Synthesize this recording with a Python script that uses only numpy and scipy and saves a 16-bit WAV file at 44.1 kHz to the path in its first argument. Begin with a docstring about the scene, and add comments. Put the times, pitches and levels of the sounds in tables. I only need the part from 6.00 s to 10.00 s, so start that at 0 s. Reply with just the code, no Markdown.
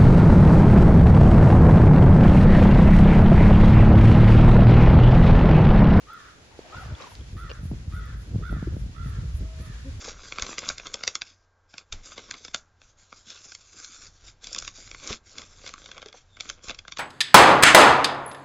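"""A hoarse caw sounds over the hiss of a slow river: the first of seven from a large bird in the trees.
Each is a harmonic tone, roughened by modulation, shaped by the throat and scattered by the woods.
At the listener's kayak a paddle stroke swishes and drips, the hull knocks and rattles in its modes,
and the eddies of a rising wind buffet the microphone.
Behind them lie a faint pulsing insect and, near the end, two soft far hoots."""
import sys
import numpy as np
from scipy import signal
from scipy.fft import rfft, irfft
from scipy.io import wavfile
from scipy.ndimage import uniform_filter1d

SR = 44100
rng = np.random.default_rng(int(sys.argv[2]) if len(sys.argv) > 2 else 0)


def output_pcm(signal):
    """Save a mono or channel-first signal as 16-bit PCM at the path in sys.argv[1].

    Samples are clipped to [-1, 1] before scaling.
    """
    pcm = np.clip(np.atleast_2d(signal).T, -1, 1) * 32767
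    wavfile.write(sys.argv[1], SR, np.round(pcm).astype(np.int16))


N = 176400
TIME = np.arange(N) / SR

# hiss of leaves and water: f/Hz, density/dB
HISS_SPECTRUM = [(500, -25), (900, 1.5), (1500, 2), (4500, -1), (7000, -3), (8500, -10), (10300, -14),
                 (12500, -26), (15500, -19)]
# its correlation between the ears: f/Hz, coefficient (clipped to -1..1 in use)
HISS_CORRELATION = [(7000, -0.086), (9000, -1.38), (10500, 1), (14000, -1.1)]
# its envelope: t/s, level/dB
HISS_ENVELOPE = [(0, -56), (1.2, -55.5), (2.3, -56.5), (4, -52.5)]
# low wash of the river: f/Hz, density/dB
WASH_SPECTRUM = [(400, 0.5), (750, -6.5), (1100, -35), (2000, -76)]
# insect rasp: f/Hz, density/dB
INSECT_SPECTRUM = [(5000, -27), (10000, 22.5), (12500, 13.5), (14000, -1)]
# hoots: t/s, duration/s, top f/Hz, level/dB, relative octave level/dB, fractional pitch bend
HOOT_NOTES = [(3.354, 0.36, 641, -57.5, -14, 0.0396), (3.845, 0.062, 274, -42, -9, 0.19)]
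# knocks, gurgles and drips: t/s, level/dB, f/Hz, swell time/s
KNOCKS_AND_DRIPS = [(.095, -51.5, 870, 0.0064), (0.591, -28.5, 416, 0.0012), (.745, -40, 1030, 0.0025),
                    (.822, -41, 754, 0.0048), (0.915, -47, 595, 0.0038), (1.006, -39, 520, 0.0022),
                    (0.951, -41, 3420, 0.0009), (1.001, -37.5, 1180, 0.0021), (1.018, -39, 1020, 0.0017),
                    (1.021, -41, 3900, 0.0015), (1.039, -38, 1120, 0.003), (1.069, -42.5, 977, 0.0035),
                    (1.117, -44, 937, 0.0026), (1.153, -30, 4260, 0.00012), (1.209, -47.5, 3320, 0.0013),
                    (1.534, -43.5, 5900, .0007), (2.672, -25, 334, 0.0032)]
# gear striking the hull: t/s, level/dB
HULL_IMPACTS = [(1.4954, -39), (1.501, -35.5), (1.508, -39), (1.5149, -32)]
# hull modes: f/Hz, gain/dB, T60/s
HULL_MODES = [(509, 1.5, 0.028), (1090, -4.5, 0.014), (1670, -4, 0.015), (2370, -4.5, 0.019),
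              (2880, -1.5, 0.03), (4520, -5.5, 0.015), (5600, -6, .008)]
# thin ticks: t/s, level/dB
HIGH_TICKS = [(0.134, -51.5), (2.055, -55)]
# paddle: peak t/s, rise/s, fall/s, swish level/dB, gurgle f/Hz, gurgle level/dB, spray level/dB
PADDLE_SURGES = [(0.774, 0.17, 0.23, -47, 650, -50.5, -61), (1.021, 0.039, 0.073, -43, 1032, -53.5, -54)]
# flow round the blade: f/Hz, density/dB
SWISH_SPECTRUM = [(900, 5), (2300, 2), (4000, -4), (7000, -7.5), (10000, -37)]
# wind on the microphone: t/s, level/dB
WIND_ENVELOPE = [(0.738, -59), (0.762, -40.5), (0.95, -36), (0.99, -71), (1.22, -39), (1.4, -36.5),
                 (1.6, -41.5), (1.72, -28.5), (1.85, -35.5), (2.19, -33.5), (2.25, -43.5), (2.35, -32),
                 (2.44, -33), (2.48, -37), (2.53, -30.5), (2.8, -28.5), (2.94, -37.5), (3.0, -30.5),
                 (3.44, -31.5), (3.52, -37.5), (4.0, -34)]
# its rumble: f/Hz, density/dB
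RUMBLE_SPECTRUM = [(15, -61), (30, -13), (55, 4), (125, -8), (180, -18), (450, -41.5), (2000, -82)]
# its flutter: f/Hz, density/dB
FLUTTER_SPECTRUM = [(50, -12.5), (130, -1.5), (450, -14.5), (2000, -63.5)]
# single eddies: t/s, level/dB, initial f/Hz
EDDY_BUFFETS = [(0.859, -33, 197), (0.92, -27, 205), (1.328, -28.5, 131), (1.632, -25.5, 207),
                (1.654, -22.5, 185), (1.714, -23.5, 370), (1.878, -21.5, 123), (1.936, -23.5, 174),
                (2.091, -32.5, 256), (2.346, -20.5, 260), (2.357, -19, 290), (2.383, -25.5, 210),
                (2.526, -26, 424), (2.565, -28, 343), (2.583, -27.5, 262), (2.625, -23, 335),
                (2.678, -24.5, 196), (2.766, -29, 416), (2.816, -24, 104), (2.839, -38.5, 316),
                (2.861, -34.5, 337), (2.893, -33, 278), (3.059, -25.5, 238), (3.186, -20, 140),
                (3.343, -22.5, 90), (3.699, -31.5, 207)]
# reverberation of the woods: f/Hz, T60/s
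WOODS_DECAY = [(300, 0.78), (1400, 0.72), (4000, 1), (10000, 0.13)]
# response of the bird's throat: f/Hz, gain/dB
THROAT_RESPONSE = [(500, -43), (750, -33), (1000, -17), (1230, -2), (1420, 1.5), (1650, -7), (1930, -11.5),
                   (2120, -19), (2400, -21), (2850, -35.5), (3450, -20), (4000, -31), (6000, -38)]
# caws: t/s, duration/s, gain/dB, top f/Hz, rattle f/Hz, left-right/dB, direct gain, treble gain/dB
CAW_CALLS = [(0.056, 0.25, -42.5, 689.7, 75, -0.5, 0.72, 1.5), (0.704, .22, -43, 710, 56.6, 0, 0.9, -1.5),
             (1.35, 0.25, -45, 693, 90, -3.5, 0.82, 4), (1.902, 0.26, -43, 712, 76, -1, 0.58, 5),
             (2.406, .25, -42, 726.4, 86, -9, 0.61, 4.5), (2.934, 0.28, -44.5, 694.7, 73, -20, 0.28, 4.5),
             (3.571, 0.25, -52, 652, 60, -7, 0.42, 11.5)]


def amp(db):
    """Amplitude ratio of a level in decibels."""
    return 10 ** (np.asarray(db) / 20)


def unit(x):
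    """Normalisation to rms 1."""
    return x / np.sqrt(np.mean(x ** 2) + 1e-20)


def read(points, hz):
    """Interpolation on a log-frequency axis."""
    f, value = np.transpose(points)
    return np.interp(np.log(hz + 1), np.log(f + 1), value)


def level(points):
    """Amplitude envelope from rows of t/s, level/dB."""
    return amp(np.interp(TIME, *np.transpose(points)))


def add(mix, s, sound):
    """Superposition of a sound on the mix at time s."""
    part = mix[..., max(round(s * SR), 0):][..., :sound.shape[-1]]
    part += sound[..., :part.shape[-1]]


def colour(x, points):
    """Zero-phase filtering by rows of f/Hz, gain/dB."""
    size = x.shape[-1]
    return irfft(rfft(x) * amp(read(points, np.fft.rfftfreq(size, 1 / SR))), size)


def noise(points):
    """Gaussian noise of rms 1 with the given spectral shape."""
    return unit(colour(rng.standard_normal(N), points))


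def noise_pair(points):
    """Uncorrelated noise for the two ears."""
    return np.array([noise(points), noise(points)])


def wander(hz):
    """Random fluctuation of rms 1, low-passed at hz."""
    lowpass = np.exp(-(np.fft.rfftfreq(N, 1 / SR) / hz) ** 2)
    return unit(irfft(rfft(rng.standard_normal(N)) * lowpass, N))


def plop(hz, swell_s):
    """A damped oscillation whose envelope peaks at swell_s."""
    t = np.arange(4000) / SR
    return t / swell_s * np.exp(1 - t / swell_s) * np.sin(2 * np.pi * hz * t)


def river():
    """Leaves and water give broadband noise, partly coherent between the ears, over a low wash."""
    left, independent = rfft(noise_pair(HISS_SPECTRUM))
    correlation = np.clip(read(HISS_CORRELATION, np.fft.rfftfreq(N, 1 / SR)), -1, 1)
    right = correlation * left + np.sqrt(1 - correlation ** 2) * independent
    hiss = irfft(np.array([left, right]), N)
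    wash = 0.9 * noise(WASH_SPECTRUM) + 0.85 * noise_pair(WASH_SPECTRUM)
    return hiss * level(HISS_ENVELOPE) * amp(1.08 * wander(15)) + amp(-59.5) * wash


def insect():
    """Amplitude modulation: a high rasp comes in evenly spaced pulses of uneven strength."""
    first_s, period_s, width_s = .822, .2825, .052
    beats = first_s + period_s * np.arange(11)
    pulses = amp(3 * wander(38)) * sum(np.exp(-((TIME - s) / width_s) ** 2) for s in beats)
    left, independent = noise_pair(INSECT_SPECTRUM)
    return amp(-65) * pulses * np.array([left, 1.06 * independent - 0.25 * left])


def hoots():
    """Nearly pure tones: a fundamental and its weak octave arch in pitch and amplitude."""
    out = np.zeros(N)
    for s, length, hz, db, octave_db, bend in HOOT_NOTES:
        t = np.arange(0, length, 1 / SR)
        arch = np.sin(np.pi * t / length) ** 0.61
        pitch = hz * (1 - bend * (1 - arch) + 0.0099 * wander(40)[:len(t)])
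        phase = 2 * np.pi * np.cumsum(pitch) / SR
        add(out, s, amp(db) * arch * np.sqrt(2) * (np.cos(phase) + amp(octave_db) * np.cos(2 * phase)))
    return out


def boat():
    """Damped vibration: knocks and drips ring briefly, gear excites the hull's modes, two ticks fizz."""
    out, t = np.zeros((2, N)), np.arange(3000) / SR
    attack_s, tick_s = 0.000099, 0.004
    for s, db, hz, swell_s in KNOCKS_AND_DRIPS:
        add(out, s, amp(db) * plop(hz, swell_s))
    onset = 1 - np.exp(-(t / attack_s) ** 2)
    for s, db in HULL_IMPACTS:
        for hz, mode_db, t60 in HULL_MODES:
            phase = 2 * np.pi * hz * rng.uniform(0.91, 1.05) * t + rng.normal(0, 1.0, (2, 1))
            add(out, s, onset * amp(db + mode_db - 60 * t / t60) * np.sin(phase))
    for s, db in HIGH_TICKS:
        fizz = noise([(5050, -20), (10100, 0)])[:2 * len(t)].reshape(2, -1)
        add(out, s, amp(db) * np.exp(-t / tick_s) * fizz)
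    return out


def bubbles(centre_hz, spread, cycles, per_s=300):
    """Bubble resonance: a cloud of twelve pitches, scattered in place, rings at random times."""
    out = np.zeros((2, N))
    for hz in centre_hz * np.exp(spread * np.linspace(-1, 1, 12)):
        births = rng.random(N) < per_s / 12 / SR
        pops = births * amp(3 * np.minimum(rng.exponential(1, N), 4))
        out += signal.oaconvolve(pops, plop(hz, cycles / hz))[:N] * rng.uniform(0.11, 1, (2, 1))
    return unit(out)


def paddle():
    """Flow noise: the blade swishes through the water, stirs up bubbles and throws fine spray."""
    out = np.zeros((2, N))
    for s, rise, fall, db, gurgle_hz, gurgle_db, spray_db in PADDLE_SURGES:
        envelope = np.exp(np.minimum((TIME - s) / rise, (s - TIME) / fall))
        swish = amp(db) * noise_pair(SWISH_SPECTRUM)
        gurgle = amp(gurgle_db) * bubbles(gurgle_hz, spread=0.33, cycles=2.5)
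        spray = amp(spray_db) * bubbles(centre_hz=3800, spread=0.44, cycles=1.3)
        out += envelope * (swish + gurgle + spray)
    return out


def wind():
    """Turbulent pressure on the microphone: gusts modulate a low rumble and a fitful flutter."""
    gust, eddies = wander(hz=14.8), noise(RUMBLE_SPECTRUM)
    envelope = uniform_filter1d(abs(signal.hilbert(eddies)), size=1000)
    evened = eddies / envelope ** .4
    rumble = unit(evened * amp(2.8 * gust)) + .14 * noise_pair(RUMBLE_SPECTRUM)
    flutter = noise(FLUTTER_SPECTRUM) + 0.1 * noise_pair(FLUTTER_SPECTRUM)
    flutter *= amp(31 * np.tanh(gust))
    return (rumble + amp(-16) * unit(flutter)) * level(WIND_ENVELOPE)


def buffets():
    """Pressure transients: single eddies snap on the microphone and sink in pitch."""
    out, t = np.zeros((2, N)), np.arange(4000) / SR
    end_hz, sag_s, swell_s, snap_hz = 60.2, 0.0064, 0.0057, 520
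    envelope = t / swell_s * np.exp(1 - t / swell_s)
    for s, db, start_hz in EDDY_BUFFETS:
        hz = end_hz + (start_hz - end_hz) * np.exp(-t / sag_s)
        add(out, s, amp(db) * envelope * np.sin(2 * np.pi * np.cumsum(hz) / SR))
        snap_db = db + 3.5 + 20 * np.log2(start_hz / snap_hz)  # a higher start snaps harder
        snap = amp(snap_db) * plop(snap_hz, swell_s=0.00084)
        for ear in out:
            add(ear, s + rng.uniform(0, 0.0021), snap)
    return out


def woods(x):
    """Reverberation: trunks and banks scatter the sound, each band decaying at its own rate."""
    reflections_per_s, build_s = 2000, 0.0057
    taps = rng.standard_normal((2, SR)) * (rng.random((2, SR)) < reflections_per_s / SR)
    hz, t, bands = signal.stft(taps, SR, nperseg=256)
    decay = amp(-60 * t / read(WOODS_DECAY, hz)[:, None])
    tail = signal.istft(bands * np.minimum(t / build_s, 1) * decay, SR, nperseg=256)[1]
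    return signal.fftconvolve(x[None], tail / np.linalg.norm(tail[0]), axes=1)[:, :N]


def caw(length, db, top_hz, rattle_hz, treble_db):
    """Source and filter: harmonics and rasp pass the throat; a rattle modulates pitch and amplitude."""
    rise_s, start_ratio, end_ratio = .075, .76, .69  # pitch arch, relative to top_hz
    attack_s, hold_s, fade_db, release_s = 0.034, 0.094, -11.5, 0.013
    t = np.arange(0, length, 1 / SR)
    n = len(t)
    early = np.maximum(1 - t / rise_s, 0)
    late = np.clip((t - rise_s) / (length - rise_s), 0, 1)
    arch = 1 - (1 - start_ratio) * early ** 1.6 - (1 - end_ratio) * late ** 0.97
    rattle_phase = 2 * np.pi * np.cumsum(rattle_hz * (1 + .25 * wander(53)[:n])) / SR
    jitter = (.015 + 0.026 * late) * wander(205)[:n]  # the voice breaks up as the caw falls
    hz = top_hz * arch * (1 + .04 * np.sin(rattle_phase) + jitter)
    phase = 2 * np.pi * np.cumsum(hz) / SR
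    third_gain = amp(-8 * np.maximum(1 - (t / 0.13) ** 3, 0))  # the third harmonic comes in late
    harmonics = sum((third_gain if k == 3 else 1) * np.cos(k * phase) for k in range(1, 9))
    throat = [(f, gain_db + treble_db * (f > 1530)) for f, gain_db in THROAT_RESPONSE]
    rasp = amp(-14.5 + 10 * late) * noise(throat)[:n]
    voice = np.sqrt(2) * colour(harmonics, throat) + rasp
    attack = np.sin(np.pi / 2 * np.minimum(t / attack_s, 1)) ** 2
    fade = amp(fade_db * np.clip((t - hold_s) / (length - hold_s), 0, 1) ** 0.65)
    release = np.minimum((length - t) / release_s, 1)
    return amp(db) * attack * fade * release * (1 + .55 * np.cos(rattle_phase)) * voice


def bird(echo_s=0.14):
    """Multipath propagation: each caw arrives directly, off the far bank and through the woods."""
    direct, voice, echo = np.zeros((2, N)), np.zeros(N), np.zeros(N)
    for start, length, db, top_hz, rattle_hz, pan_db, direct_gain, treble_db in CAW_CALLS:
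        sound = caw(length, db, top_hz, rattle_hz, treble_db)
        add(voice, start, sound)
        add(echo, start + echo_s, sound)
        add(direct, start, direct_gain * amp([[pan_db / 2], [-pan_db / 2]]) * sound)
    return direct + amp(-20) * echo + amp(-8) * woods(voice)


def scene():
    """Linear superposition of all sources."""
    return bird() + river() + wind() + buffets() + paddle() + boat() + hoots() + insect()


def record(dry):
    """Band limiting by a linear-phase low-pass filter."""
    cutoff_hz = 15800
    lowpass = signal.firwin(511, cutoff_hz, window=("kaiser", 9), fs=SR)
    return signal.oaconvolve(dry, lowpass[None], "same")


dry = scene()
out = record(dry)
output_pcm(out)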